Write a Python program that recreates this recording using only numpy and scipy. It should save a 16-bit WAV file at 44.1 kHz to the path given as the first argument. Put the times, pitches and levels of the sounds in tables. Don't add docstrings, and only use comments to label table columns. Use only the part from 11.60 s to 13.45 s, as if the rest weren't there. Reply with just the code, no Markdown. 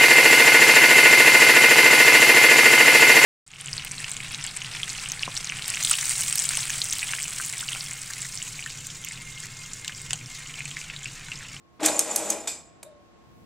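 import sys
import numpy as np
from scipy import signal
from scipy.fft import rfft, irfft, next_fast_len
from scipy.io import wavfile
from scipy.ndimage import map_coordinates

SR = 44100
rng = np.random.default_rng(int(sys.argv[2]) if len(sys.argv) > 2 else 0)


def materialize(psi):
    bounded = np.clip(np.atleast_2d(psi).T, -1, 1)
    quanta = np.round(bounded * 32767).astype(np.int16)
    wavfile.write(sys.argv[1], SR, quanta)


def gain_from_db(level_db):
    decades = np.asarray(level_db, float) / 20
    return 10 ** decades


N = 81585

# (frequency [Hz], level [dB])
AIR_COLOUR = [(25, -25.5), (55, -7), (190, -5.5), (730, -10), (1400, -17), (7500, -31.5), (10000, -43),
              (14000, -69)]
# (frequency [Hz], likeness [-1 to 1])
AIR_ALIKE = [(100, -.2), (15000, -.1)]
# (frequency [Hz], level [dB])
FAN_TONES = [(339, -71), (463, -75.5), (721, -76.5), (1082, -69)]
# (time [s], gain [dB])
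AIR_GAIN = [(0, -2.5), (.3, 1.5), (1.0, 1), (1.4, 1.5), (1.85, 2)]
# (frequency [Hz], level [dB])
RUMBLE_COLOUR = [(30, -20), (55, -1), (250, -3), (600, -37.5)]
# (time [s], level [dB])
RUMBLE_SWELL = [(0, -67.5), (.25, -58.5), (.33, -51), (.42, -61.5), (.95, -59), (1.2, -65), (1.55, -61.5),
                (1.85, -57)]

# (frequency [Hz], time to fall 60 dB [s])
ROOM_DECAY = [(200, .5), (2000, .45), (8000, 0.221), (15000, 0.17)]
# (frequency [Hz], level [dB])
ROOM_TINT = [(300, -0.5), (3000, -4), (6000, -1.5), (8500, 4), (13000, 1)]
# (frequency [Hz], likeness [-1 to 1])
ROOM_ALIKE = [(125, 0.77), (300, 0.83), (4000, 0.34), (8000, 0.21), (14000, .7)]

# (frequency [Hz], level [dB])
RELAY_TICK = [(240, -18), (500, 1), (1500, -11), (3930, -14.5), (5690, -14), (7400, -3), (13700, -18),
              (16000, -40)]
# (frequency [Hz], level [dB], time to fall 60 dB [s])
RELAY_HUM = [(339, -57, .2), (572, -50, .55), (612, -53, .4), (3650, -64, .17), (3850, -67, .15),
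             (4050, -67, .14)]
# (delay after the tick [s], level [dB])
RELAY_BOUNCES = [
    (0, -6),
    (.02, 2.5),
    (.085, -7.5),
]

# (time [s], level [dB])
RUNDOWN = [(.75, -81), (.85, -53), (1.0, -59.5), (1.1, -61), (1.22, -68), (1.35, -73), (1.85, -91.5)]
# (frequency [Hz], level [dB], time to fall 60 dB [s])
BRAKE_TONES = [(310, -48, .8), (253, -46, .6), (452, -46, .35), (720, -35, .12), (830, -35, .1),
               (2350, -40, .35), (4250, -43, .35), (4850, -41, .35), (1100, -45, .15), (2500, -31, .13),
               (3560, -33, .15), (7150, -24, .07), (7800, -24, .07)]
# (frequency [Hz], level [dB], time to fall 60 dB [s])
JOLT_TONES = [(316, -15, .12), (657, -32, .1), (817, -28, .1), (200, -30, .12)]
# (time [s], level [dB])
JOLTS = [
    (.192, -16.5),
    (.224, 3),
    (.302, -9.5),
    (.355, -12),
    (.715, -15.5),
]
# (frequency [Hz], level [dB])
RIM_TONES = [(7030, -10.5), (7100, -3), (7170, -7), (9400, -18)]
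# (middle [s], length [s], level [dB])
RUBS = [
    (0.367, .036, -25),
    (0.418, 0.026, -32.5),
    (0.517, 0.026, -23),
    (0.661, 0.036, -34),
    (0.703, 0.028, -26.5),
    (0.808, 0.027, -32.5),
]

# (frequency [Hz], level [dB], time to fall 60 dB [s])
COIN_TONES = [(3000, -9, .005), (4600, -4, .006), (6480, 0, .013), (7100, -3, .008), (7750, -3, .007),
              (8700, 0, .005), (10000, -3, .004), (11100, -1, .005), (12400, -3, .004), (13700, -8, .004)]
# (frequency [Hz], level [dB])
CRACK_COLOUR = [(880, -58), (1500, -27.5), (5770, -8), (6370, 0), (8830, 3), (12900, -12), (15400, -38.5),
                (16000, -49.5)]
# (time [s], peak level [dB], favoured frequency [Hz])
CONTACTS = [(.2592, -12, 10900), (.26, -2.5, 7800), (.2612, -4, 7900), (.2622, -5, 7700),
            (.2632, -5.5, 7150), (.265, -10, 6900), (0.3924, 2.5, 8700), (.3932, -7.5, 10800),
            (.3944, -8.5, 6500), (.396, -7.5, 6900), (0.3978, -18.5, 8000), (.5604, -17.5, 7000),
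            (.5608, -0.5, 10900), (.5619, -8, 8100), (.5628, -8, 6900), (.564, -7, 8750),
            (.5665, -19, 8600), (.7018, -14.5, 6480), (.7028, -4.5, 7900), (.7043, -11, 6500),
            (.7055, -13.5, 6500)]

# (time [s], level [dB])
SCRAPE = [(.2, -75.5), (.205, -49.5), (.225, -42), (.252, -20.5), (.3, -32.5), (.45, -38.5), (.7, -35),
          (.8, -49), (.87, -54.5)]
# (frequency [Hz], level [dB], time to fall 60 dB [s])
DISC_TONES = [(2444, -15, .5), (3590, -13, .45), (5140, -8, .44), (6019, -8, .4), (7030, -4, .4),
              (7150, -3, .36), (7660, -4, .42), (7827, -3, .4), (8300, -7, .27), (9310, -10, .33),
              (9577, -7, .31), (10590, -16, .22), (11750, -11, .24), (13700, -29, .27)]
# (frequency [Hz], level [dB])
DISC_WASH = [(700, -27), (1200, -12), (5600, -10.5), (7000, -1), (8300, -6), (10000, -21), (12000, -30),
             (14500, -55)]
# (time [s], disc ring level [dB], case rap level [dB])
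TAPS = [(.204, -52.5, -39), (.230, -37, -24), (.240, -42, -25), (0.249, -31, -23.5), (.263, -27, -26.5),
        (.277, -33, -30), (.284, -35, -20.5), (.5106, -33, -36.5), (.72, -38.5, -31.5), (.804, -44.5, -52),
        (.8735, -27, -31.5)]
# (time [s], level [dB])
CLACKS = [
    (.259, -3),
    (.3925, 1.5),
    (.5605, -1),
    (.7019, -3.5),
]
# (frequency [Hz], level [dB])
RAP_COLOUR = [(400, -27.5), (700, -4.5), (2300, -3), (4700, -6), (7900, -6.5), (12000, -17.5),
              (16000, -62.5)]

# (time [s], level [dB])
MOTOR_SHAKE = [(.193, -52.5), (.2, -39.5), (.225, -33.5), (.245, -28.5), (.3, -30.5), (.43, -37.5),
               (.57, -34), (.73, -35.5), (.85, -45), (.95, -50)]
# (frequency [Hz], width [Hz], level [dB])
CASE_TONES = [(214, 20, -11), (323.6, 24, 1), (474, 24, -11.5), (588.5, 30, 0), (660, 49, -5.5),
              (810, 49, -1), (1120, 54, -22.5), (1817, 73, -16), (2469, 59, -15.5)]
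# (frequency [Hz], level [dB])
CASE_WASH = [(150, -15), (500, -10), (1500, -19), (4000, -27), (9000, -54.5)]

# (frequency [Hz], level difference [dB])
LEAN = [(100, 2.5), (400, 4), (5000, -1.5), (13000, 1)]
# (frequency [Hz], phase [rad])
SKEW = [(500, 0.0097), (5000, 0.17), (8500, 0.47), (13000, 0.74)]
# (frequency [Hz], level [dB])
MUTE = [(9800, -56), (12000, -46), (12500, -39), (14000, -39), (15000, -40), (16200, -36)]


def unit(x):
    return x / np.sqrt(np.mean(x ** 2) + 1e-20)


def along(points, hz):
    f, v = np.transpose(points)
    return np.interp(np.log(hz + 1), np.log(f + 1), v)


def curve(rows, before):
    s, v = np.transpose(rows)
    return np.interp(np.arange(N) / SR, s, v, left=before)


def wobble(rate):
    knots = rng.standard_normal(int(N * rate / SR) + 4)
    return map_coordinates(knots, [np.arange(N) * rate / SR])


def filtered(x, response):
    m = next_fast_len(N + SR // 2)
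    return irfft(rfft(x, m) * response(np.fft.rfftfreq(m, 1 / SR)), m)[..., :N]


def resonances(table):
    def response(f):
        total = 0
        for k, (centre, width, db) in enumerate(table):
            peak = 1j * f * width / (centre * centre - f * f + 1j * f * width)
            total = total + (-1) ** k * gain_from_db(db) * peak
        return total
    return response


def typical_gain(response):
    return np.sqrt(np.mean(np.abs(response(np.arange(1, SR / 2))) ** 2))


def noise(colour, size=N):
    m = next_fast_len(size)
    spectrum = rfft(rng.standard_normal(m)) * gain_from_db(along(colour, np.fft.rfftfreq(m, 1 / SR)))
    return unit(irfft(spectrum, m)[:size])


def spread(pair, alike):
    def shares(hz):
        turn = np.arccos(np.clip(along(alike, hz), -1, 1)) / 2
        return np.array([np.cos(turn), np.sin(turn)])
    mid, side = filtered(pair, shares)
    return np.array([mid + side, mid - side])


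def ring(modes, t, vary_db, attack_s=.0001, split=0., count=1, scatter=1):
    total = 0
    for hz, db, t60 in modes:
        for _ in range(count):
            level = gain_from_db(db + vary_db * rng.normal() - 60 * t / t60)
            pitch = hz * (1 + split * rng.normal())
            total = total + level * np.sin(2 * np.pi * (pitch * t + scatter * rng.random()))
    return total * (1 - np.exp(-t / attack_s)) / np.sqrt(count)


def add(track, s, sound):
    part = track[round(s * SR):][:len(sound)]
    part += sound[:len(part)]


def grains():
    hit = rng.random(N) < 3500 / SR
    strength = rng.standard_normal(N) * gain_from_db(3 * rng.standard_normal(N) / 2)
    return unit(hit * strength + 0.11 * rng.standard_normal(N))


def air():
    t = np.arange(N) / SR
    hiss = np.array([gain_from_db(1.2 * wobble(6)) * noise(AIR_COLOUR) for _ in range(2)]) * gain_from_db(-59)
    fan = 0
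    for hz, db in FAN_TONES:
        level = gain_from_db(db + 4 + 1.2 * wobble(40))
        fan = fan + level * np.sin(2 * np.pi * hz * t + .5 * wobble(40))
    rumble = np.array([gain_from_db(curve(RUMBLE_SWELL, 0) + 2.5 * wobble(7.7)) * noise(RUMBLE_COLOUR)
                       for _ in range(2)])
    return (spread(hiss, AIR_ALIKE) + fan) * gain_from_db(curve(AIR_GAIN, 0)) + rumble


def room(x):
    hz, t, z = signal.stft(rng.standard_normal((2, SR // 2)), SR, nperseg=256)
    fading = z * gain_from_db(-60 * t / along(ROOM_DECAY, hz)[:, None])
    tail = signal.istft(fading, SR, nperseg=256)[1]
    late = np.pad(x, (150, 0))[None]
    wet = signal.fftconvolve(late, tail / np.linalg.norm(tail[0]), axes=1)[:, :N]
    return spread(filtered(wet, lambda f: gain_from_db(along(ROOM_TINT, f))), ROOM_ALIKE)


def relay():
    out, t = np.zeros(N), np.arange(SR // 2) / SR
    start_s, tick_db, tick_t60 = 1.229, -26.5, 0.022
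    tick = gain_from_db(tick_db - 60 * t / tick_t60) * (1 - np.exp(-t / .002)) * noise(RELAY_TICK, len(t))
    add(out, start_s, tick)
    for delay, db in RELAY_BOUNCES:
        hum = ring(RELAY_HUM, t, vary_db=2.5, attack_s=0.0019, split=0.02, count=4)
        add(out, start_s + delay, gain_from_db(db) * hum)
    return out


def rundown():
    t = np.arange(N) / SR
    level = gain_from_db(curve(RUNDOWN, -120) + 2.5 * wobble(22))
    return level * np.sin(2 * np.pi * 684 * t + 0.6 * wobble(22))


def brake():
    out, t = np.zeros(N), np.arange(SR // 2) / SR
    add(out, .874, ring(BRAKE_TONES, t, vary_db=1.5, attack_s=0.00059, split=0.0149, count=6))
    return out


def jolts():
    out, t = np.zeros(N), np.arange(SR // 2) / SR
    for s, db in JOLTS:
        add(out, s, gain_from_db(db) * ring(JOLT_TONES, t, vary_db=1, attack_s=.012, split=.02))
    return out


def rim():
    out, t = np.zeros(N), np.arange(SR // 2) / SR
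    modes = [(hz, level, 1) for hz, level in RIM_TONES]
    for middle, length, db in RUBS:
        swell = np.sin(np.pi * np.clip(t / length, 0, 1)) ** 2
        add(out, middle - length / 2, gain_from_db(db) * swell * ring(modes, t, vary_db=3))
    return out


def coins():
    out, t = np.zeros(N), np.arange(SR // 20) / SR
    crack_db, crack_t60 = -9, .009
    for s, db, favoured_hz in CONTACTS:
        modes = []
        for hz, level, t60 in COIN_TONES:
            loss_db = max(-13, -28 * abs(np.log2(hz / favoured_hz)))
            modes.append((hz, level + loss_db, t60))
        crack = gain_from_db(crack_db - 60 * t / crack_t60) * noise(CRACK_COLOUR, len(t))
        snap = ring(modes, t, vary_db=1, split=0.008, scatter=0)
        add(out, s, gain_from_db(db - 3) * (snap + crack))
    return out


def disc():
    lines = resonances([(hz, 10 / t60, db) for hz, db, t60 in DISC_TONES])
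    end = np.clip(np.arange(N) / SR - SCRAPE[-1][0], 0, 1) * -200
    effort = gain_from_db(curve(SCRAPE, -120) + end + 0.82 * wobble(40))
    singing = filtered(grains() * effort, lines) / typical_gain(lines)
    scraping = effort * unit(filtered(grains(), lambda f: gain_from_db(along(DISC_WASH, f))))
    out = gain_from_db(-3) * singing + gain_from_db(-3) * scraping

    t = np.arange(SR // 3) / SR
    wash_db, wash_t60, rap_t60 = 1, .32, 0.055
    clacks = [(s, db - 29, -120) for s, db in CLACKS]
    for s, ring_db, rap_db in list(TAPS) + clacks:
        wash = gain_from_db(wash_db - 60 * t / wash_t60) * noise(DISC_WASH, len(t))
        tones = ring(DISC_TONES, t, vary_db=1, attack_s=.0005, split=.004, count=4)
        add(out, s, gain_from_db(ring_db - 6) * (tones + wash))
        rap = gain_from_db(rap_db - 60 * t / rap_t60) * (1 - np.exp(-t / 0.00056))
        add(out, s, rap * noise(RAP_COLOUR, len(t)))
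    return out


def motor():
    t = np.arange(N) / SR
    fade = np.clip(t - MOTOR_SHAKE[-1][0], 0, 1) * -150
    drive = grains() * gain_from_db(curve(MOTOR_SHAKE, -120) + fade + 1.5 * wobble(30))
    case_tones = resonances(CASE_TONES)
    body = lambda f: case_tones(f) + gain_from_db(along(CASE_WASH, f))
    shaking = filtered(drive, body) / typical_gain(body)

    start_s, stop_s = 0.31, 0.794
    running = np.clip((t - start_s) / 0.037, 0, 1) * np.clip((stop_s - t) / 0.014, 0, 1)
    whine = gain_from_db(-41 + 0.88 * wobble(22)) * np.sin(2 * np.pi * 473.5 * t + 0.39 * wobble(25))
    second_gear = gain_from_db(-42.5 + 3 * wobble(22)) * np.sin(2 * np.pi * 576.5 * t + 0.5 * wobble(22))
    return shaking + running * (whine + second_gear)


def mute_faint_highs(x, size=512, blocks=6, bins=8):
    hz, _, z = signal.stft(x, SR, nperseg=size)
    power = (np.abs(z) ** 2).sum(0)
    band = np.arange(len(hz)) // bins
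    block = np.arange(z.shape[-1]) // blocks
    cells = np.add.reduceat(power, np.arange(0, len(band), bins), 0)
    cells = np.add.reduceat(cells, np.arange(0, len(block), blocks), 1)
    loud_enough = cells[band] > gain_from_db(2 * along(MUTE, hz))[:, None] * cells.sum(0)
    keep = loud_enough | (hz < 9800)[:, None]
    return signal.istft(z * keep[:, block], SR, nperseg=size)[1][:, :N]


def scene():
    running = motor() + disc() + coins()
    machine = running + rim() + jolts() + brake() + rundown() + relay()
    machine = filtered(machine, lambda f: (1j * f / (150 + 1j * f)) ** 3)
    half = lambda f: gain_from_db(along(LEAN, f) / 2) * np.exp(.5j * along(SKEW, f))
    direct = filtered(machine, lambda f: np.array([half(f), 1 / half(f)]))
    return direct + gain_from_db(-10.5) * room(machine) + air()


def band_limit(x):
    return signal.sosfilt(signal.butter(12, 16460, fs=SR, output="sos"), x)


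def record(dry):
    clipped = np.clip(dry, -1, 1)
    limited = filtered(clipped, lambda hz: hz < 16300)
    mix = mute_faint_highs(limited)
    return band_limit(mix)


dry = scene()
out = record(dry)
materialize(out)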